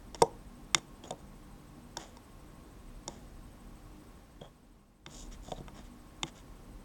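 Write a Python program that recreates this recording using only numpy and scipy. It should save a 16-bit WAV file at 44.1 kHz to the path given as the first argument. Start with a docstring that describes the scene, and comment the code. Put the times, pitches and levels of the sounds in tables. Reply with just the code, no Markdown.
"""A quiet room: low rumble, faint hum, hiss and a thin, pulsing electronic whine. Almost at once, close
by, hands work yarn along a wooden knitting needle just above a table. Stitches rasp as their fibres
catch on the wood, and the tight ones squeak. The needle knocks the table top now and then, and clicks
as it snaps out of a stitch. Late on, hiss, hum and whine sink for about a second and jump back."""
import sys
import numpy as np
from scipy import signal
from scipy.fft import rfft, irfft, next_fast_len
from scipy.io import wavfile

SR = 44100
rng = np.random.default_rng(int(sys.argv[2]) if len(sys.argv) > 2 else 0)


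def dump(signal):
    """Clip the signal to [-1, 1] and save it as 16-bit WAV at the path in sys.argv[1]."""
    limited = np.clip(np.atleast_2d(signal).T, -1, 1)
    pcm = np.round(limited * 32767).astype(np.int16)
    wavfile.write(sys.argv[1], SR, pcm)


N = 301644
TIME = np.arange(N) / SR

# Modes of the table top. Each row: frequency in Hz, relative level in dB, time to fall 60 dB in seconds.
TABLE_MODES = [(151.4, -19, 0.097), (250.5, -17, 0.13), (335, -16.5, 0.145), (463.7, -7, 0.053),
               (541, -12, 0.066), (602, -7, 0.037), (730, -2.5, 0.03), (787.5, -8.5, 0.034),
               (930, -3.5, 0.034), (1251, -17, 0.052), (1550, -16, 0.016)]
# The needle snaps out of a stitch. Each row: time in seconds, needle gain in dB, its tilt in dB/octave,
# place along the needle (0-0.5), hardness as a corner in Hz, longest skid in seconds, table gain in dB,
# its tilt in dB/octave, thud gain in dB, gain of the yarn running on in dB, its fade time in seconds.
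STITCH_SNAPS = [(0.7463, -10.5, 0, 0.0061, 9900, 0.00016, -28.5, -6, -25, -48.5, .004),
                (1.969, -28.5, 7, 0.118, 8600, 0.00056, -29, 7.5, -31.5, -51.5, 0.05),
                (3.0784, -27.5, 3.5, .1, 8400, 0.00042, -27.5, -0.5, -32.5, -59, .075),
                (5.062, -32.5, 2.5, 0.021, 4430, 0.00068, -42, 7, -33.5, -67, 0.034),
                (6.2305, -17, -1, .17, 6200, 0.0005, -33.5, -3, -24, -64.5, 0.034)]


def amp(db):
    """Decibels to gain."""
    return 10 ** (np.asarray(db) / 20)


def unit_rms(x):
    """Scales to rms 1."""
    return x / np.sqrt(np.mean(x ** 2) + 1e-20)


def coloured(x, spectrum):
    """Equalises along a curve of (Hz, dB) points."""
    hz, db = np.transpose(spectrum)
    size = next_fast_len(len(x))
    bins = np.fft.rfftfreq(size, 1 / SR)
    gain = amp(np.interp(np.log(bins + 1), np.log(hz), db))
    return irfft(rfft(x, size) * gain, size)[:len(x)]


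def narrow_noise(hz, width_hz, size=N):
    """Noise in one steep resonance: a wavering tone of rms 1."""
    pole = np.exp((2j * np.pi * hz - np.pi * width_hz) / SR)
    return unit_rms(signal.lfilter([1], np.poly([pole, pole]), rng.standard_normal(size)).real)


def add(mix, s, sound):
    """Mixes a sound in at s seconds."""
    part = mix[round(s * SR):][:len(sound)]
    part += sound[:len(part)]


def decay(t, t60):
    """An envelope that falls 60 dB in t60 seconds."""
    return np.exp(-np.log(1000) * t / t60)


def rumble(trim_db=-1.5):
    """Deep noise that swells and ebbs unevenly."""
    # Each row: frequency in Hz, relative level in dB.
    spectrum = [(12, -19.5), (25, -13), (35, 2), (50, -1.5), (65, -12.5), (120, -19.5), (250, -28.5),
                (600, -58.5)]
    # Each row: time in seconds, level before the trim in dB.
    swells = [(0.1, -53), (2.17, -56.5), (3.44, -48.5), (4.88, -63.5), (5.34, -46.5), (6.35, -57),
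              (6.65, -50), (6.8, -55)]
    level_db = np.interp(TIME, *np.transpose(swells)) + trim_db
    return amp(level_db) * unit_rms(coloured(rng.standard_normal(N), spectrum))


def hiss(level_db=-56):
    """A soft bed of noise, weighted to the bass."""
    # Each row: frequency in Hz, relative level in dB.
    spectrum = [(20, -10), (60, 4), (150, -1), (280, -2), (420, -7), (700, -10.5), (1000, -12),
                (1400, -16.5), (2200, -21), (4000, -25), (7200, -27.5), (10000, -30), (13000, -32),
                (17000, -33)]
    return amp(level_db) * unit_rms(coloured(rng.standard_normal(N), spectrum))


def hum():
    """Faint tones, each wavering on its own."""
    # Each row: frequency in Hz, level in dB.
    tones = [(146, -66), (199, -64.5), (243, -63.5), (301, -66), (500, -79.5), (797, -76.5), (1077, -73.5),
             (1105, -76), (5534, -89.5)]
    return sum(amp(db) * narrow_noise(hz, width_hz=hz * 0.028) for hz, db in tones)


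def whine(hz=8280, pulse_hz=12.49, tone_db=-75.5, octave_db=-78, fuzz_db=-74, floor=0.24):
    """A thin electronic tone with its octave and a fuzzy skirt, switching up in regular pulses."""
    gate = np.clip(2 * (np.cos(2 * np.pi * pulse_hz * TIME) - .25), 0, 1)
    pulses = floor + (1 - floor) * gate
    phase = 2 * np.pi * hz * TIME
    fuzz = amp(fuzz_db) * narrow_noise(hz=8190, width_hz=310)
    return pulses * (amp(tone_db) * np.sin(phase) + amp(octave_db) * np.sin(2 * phase) + fuzz)


def background(sink_at_s=4.11, sink_db_per_s=12, return_at_s=5.055, return_s=0.028):
    """Hiss, hum and whine sink slowly and jump back together, while the rumble carries on."""
    bed = hiss() + hum()
    low_end = rumble()
    sunk_db = sink_db_per_s * np.maximum(TIME - sink_at_s, 0)
    sunk_db *= np.clip(1 - (TIME - return_at_s) / return_s, 0, 1)
    return amp(-sunk_db) * (bed + whine()) + low_end


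def fibres(spectrum, per_s, spread_db):
    """Friction grain: countless fibres catch and let go, a few much harder than the rest."""
    strength = amp(spread_db * np.minimum(rng.exponential(1, N), 4))
    catches = rng.standard_normal(N) * strength * (rng.random(N) < per_s / SR)
    return unit_rms(coloured(catches, spectrum))


def stroke(start, length, top):
    """The samples of one stroke and its strength: an arch whose top lies at a share of its length."""
    span = slice(*np.searchsorted(TIME, [start, start + length]))
    progress = np.interp(TIME[span] - start, [0, length * top, length], [0, .5, 1])
    return span, np.sin(np.pi * progress)


def sliding_yarn(run_up_s=.038, run_rub_db=2):
    """Sliding stitches rasp on the wood and rub dully on the fingers; the yarn runs on after each snap."""
    # Colours of coarse rasp, fine rasp and dull rub. Each row: frequency in Hz, relative level in dB.
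    coarse_spectrum = [(500, -20.5), (900, -0.5), (1500, 0.5), (1850, 2.5), (2200, 1.5), (2600, -7),
                       (3200, 2.5), (3650, 1.5), (4200, -4), (5600, -4.5), (6400, -10.5), (7000, -7),
                       (8200, -12.5), (11000, -30.5)]
    fine_spectrum = [(2000, -31), (2700, -14), (3200, -6), (3700, -3.5), (4200, -10.5), (5600, -5),
                     (6300, -6), (6950, 1.5), (7500, -7.5), (8100, -7.5), (8900, -17), (11500, -25.5),
                     (12800, -25), (14000, -39.5)]
    rub_spectrum = [(100, -18.5), (350, -7.5), (560, -1), (800, -3), (1100, -11), (1500, -15), (2300, -23),
                    (4000, -43)]
    # Each row: start in seconds, length in seconds, rasp in dB, share of fine rasp (0-1), rub in dB.
    slides = [(0.144, .022, -50, .2, -60.5), (0.159, .13, -60.5, .6, -65), (1.028, 0.081, -61.5, 0.9, -52),
              (1.182, 0.036, -68, 1, -58), (4.397, 0.097, -69.5, 0.85, -55), (5.097, 0.19, -53, 0.99, -66),
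              (5.308, 0.056, -55.5, 0.6, -76), (5.418, 0.15, -58.5, 0.93, -66),
              (5.556, 0.048, -61, 0.5, -59), (5.736, 0.1, -58.5, .25, -57), (5.832, 0.057, -63, .3, -71),
              (6.262, 0.043, -55.5, 0.3, -71), (6.344, 0.073, -59.5, 0.46, -65)]
    coarse = fibres(coarse_spectrum, per_s=3600, spread_db=3.5)
    fine = fibres(fine_spectrum, per_s=4500, spread_db=3)
    rub = fibres(rub_spectrum, per_s=2100, spread_db=2.5)

    def rasp(fineness):
        """An equal-power blend of fine and coarse rasp."""
        return np.sqrt(fineness) * fine + np.sqrt(1 - fineness) * coarse

    out = np.zeros(N)
    for start, length, rasp_db, fineness, rub_db in slides:
        span, strength = stroke(start, length, top=0.4)
        out[span] += strength * (amp(rasp_db) * rasp(fineness)[span] + amp(rub_db) * rub[span])
    running = rasp(fineness=.5) + amp(run_rub_db) * rub
    for s, *_, run_db, fade_s in STITCH_SNAPS:
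        speed = np.interp(TIME - s, [0, run_up_s], [.3, 1], left=0)
        fade = np.exp(-np.maximum(TIME - s - run_up_s, 0) / fade_s)
        out += amp(run_db) * speed * fade * running
    return out


def struck_wood(modes, tilt_db, place, corner_hz, pivot_hz):
    """Modes die away after a blow; those with a node at the place of contact stay weak."""
    hz, db, t60 = np.transpose(modes)[:, :, None]
    order = np.arange(1, len(modes) + 1)[:, None]
    t = np.arange(round(t60.max() * SR)) / SR
    coupling = (-1.) ** order * (.25 + .75 * np.cos(np.pi * order * place) ** 2)
    softness = np.hypot(1, (hz / corner_hz) ** 3)  # a soft contact excites little treble
    gain = coupling * amp(db + tilt_db * np.log2(hz / pivot_hz)) / softness
    attack = 1 - np.exp(-t / .00007)  # wood gives a little, so no blow starts at once
    return attack * np.sum(gain * decay(t, t60) * np.sin(2 * np.pi * hz * t), axis=0)


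def needle_click(tilt_db, place, corner_hz, skid_s, rebound=0.44):
    """The needle rings briefly; a skid smears the blow into tiny rebounds without changing its colour."""
    # Each row: frequency in Hz, relative level in dB, time to fall 60 dB in seconds.
    needle_modes = [(810, -12, 0.017), (1146, -5, 0.014), (1630, -5, 0.007), (2115, -7.5, 0.024),
                    (2690, -6, 0.0082), (3123, -7.5, 0.015), (3584, -1.5, 0.016), (4580, -7, 0.0095),
                    (5500, -3, 0.011), (5970, -5.5, 0.0099), (6936, -1.5, 0.012), (8000, -10, 0.0076),
                    (8440, -8, 0.011), (9860, -20, 0.012), (12500, -19.5, 0.015)]
    click = struck_wood(needle_modes, tilt_db, place, corner_hz, pivot_hz=3500)
    for delay_s in skid_s * rng.random(4):
        gap = np.zeros(round(delay_s * SR))
        click = signal.lfilter(np.r_[rebound, gap, 1], np.r_[1, gap, rebound], click)  # all-pass
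    return click


def table_ring(tilt_db, place, corner_hz, echo_s=.0107, echo_db=-13):
    """The table top rings, and a nearby surface returns the sound."""
    direct = struck_wood(TABLE_MODES, tilt_db, place, corner_hz, pivot_hz=600)
    gap = np.zeros(round(echo_s * SR))
    return np.r_[direct, gap] + amp(echo_db) * np.r_[gap, direct]


def knocks(needle_tilt_db=6.5, metal_hz=6020, metal_db=-51):
    """Each knock rings table top and needle; the strongest also sets a metal tool lying there ringing."""
    # Each row: time in seconds, table gain in dB, its tilt in dB/octave, needle gain in dB,
    # place of contact (0-0.5), hardness as a corner in Hz.
    blows = [(0.1455, -33.5, -4, -31, .335, 5900), (0.2194, -5, -1, -17.5, 0.24, 18000),
             (0.7812, -47, -10.5, -38, 0.063, 7500), (1.0380, -35.5, -7, -37, 0.37, 3500),
             (1.1065, -23, -1.5, -31.5, 0.16, 7400), (1.1229, -30.5, -5.5, -50, .2, 5500),
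             (2.169, -45, 5.5, -44.5, 0.238, 5900), (4.4145, -35, -7.5, -44.5, .18, 3616),
             (5.4825, -34, -6, -47, 0.15, 5000), (5.5181, -22, -3, -31.5, .16, 4360),
             (5.5812, -37, -8, -44, 0.14, 3400), (5.604, -40.5, -14, -55, .31, 6000),
             (5.681, -40.5, 9, -32, 0.19, 2580), (5.789, -43.5, -2, -50, .12, 4500)]
    out = np.zeros(N)
    for s, table_db, tilt_db, needle_db, place, corner_hz in blows:
        add(out, s, amp(needle_db) * needle_click(needle_tilt_db, place, corner_hz, skid_s=0.00041))
        add(out, s, amp(table_db) * table_ring(tilt_db, place, corner_hz))
    t = np.arange(SR // 2) / SR
    metal = decay(t, t60=0.16) * np.sin(2 * np.pi * metal_hz * t)
    strongest_at_s = max(blows, key=lambda row: row[1])[0]
    add(out, strongest_at_s, amp(metal_db) * metal)
    return out


def snaps(table_place=0.362, thud_lag_s=.0058):
    """Leaving a stitch, the needle clicks and jolts the table; the hand lands after it with a soft thud."""
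    out = np.zeros(N)
    thud = struck_wood(TABLE_MODES, tilt_db=-7, place=.33, corner_hz=300, pivot_hz=600)
    for row in STITCH_SNAPS:
        s, needle_db, tilt_db, place, corner_hz, skid_s, table_db, table_tilt_db, thud_db = row[:9]
        add(out, s, amp(needle_db) * needle_click(tilt_db, place, corner_hz, skid_s))
        add(out, s, amp(table_db) * table_ring(table_tilt_db, table_place, corner_hz))
        add(out, s + thud_lag_s, amp(thud_db) * thud)
    return out


def squeaks():
    """Tight stitches squeak on the needle, each a short, high, wavering tone."""
    # Each row: start in seconds, length in seconds, pitch in Hz, level in dB.
    tight_stitches = [(1.035, 0.027, 3310, -51), (1.074, 0.019, 6800, -56), (4.411, 0.018, 3310, -51),
                      (4.434, 0.062, 3290, -61), (5.319, .028, 5750, -56.5), (5.558, 0.036, 3800, -57),
                      (5.744, .035, 5550, -66)]
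    out = np.zeros(N)
    for start, length, hz, db in tight_stitches:
        span, strength = stroke(start, length, top=0.17)
        out[span] += amp(db) * strength ** 2 * narrow_noise(hz, width_hz=240, size=len(strength))
    return out


def hollow_notch(x, hz=4150, width_hz=450):
    """A narrow dip near 4 kHz makes needle and yarn sound slightly hollow."""
    return signal.lfilter(*signal.iirnotch(hz, hz / width_hz, fs=SR), x)


def room(x, t60=0.3, onset_s=0.0021):
    """A diffuse tail from a furnished room that swallows the treble."""
    # Each row: frequency in Hz, gain of the tail in dB.
    spectrum = [(100, -12), (300, -13.5), (900, -15.5), (1500, -31.5), (3000, -30.5), (7000, -33.5),
                (14000, -35)]
    t = np.arange(SR // 2) / SR
    fade_in = np.clip(t / onset_s - .5, 0, 1)
    tail = rng.standard_normal(len(t)) * decay(t, t60) * fade_in
    reverb = signal.fftconvolve(x, tail / np.linalg.norm(tail))[:N]
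    return coloured(reverb, spectrum)


def scene():
    """Needle and yarn close by, the room behind them, in mono."""
    hands = hollow_notch(snaps() + knocks() + sliding_yarn() + squeaks())
    return (hands + room(hands) + background())[None]


def record(dry, cutoff_hz=17200):
    """A steep low-pass trims the very top of the treble."""
    low_pass = signal.firwin(511, cutoff_hz, window=("kaiser", 7), fs=SR)
    return signal.oaconvolve(dry, low_pass[None], "same")


dry = scene()
out = record(dry)
dump(out)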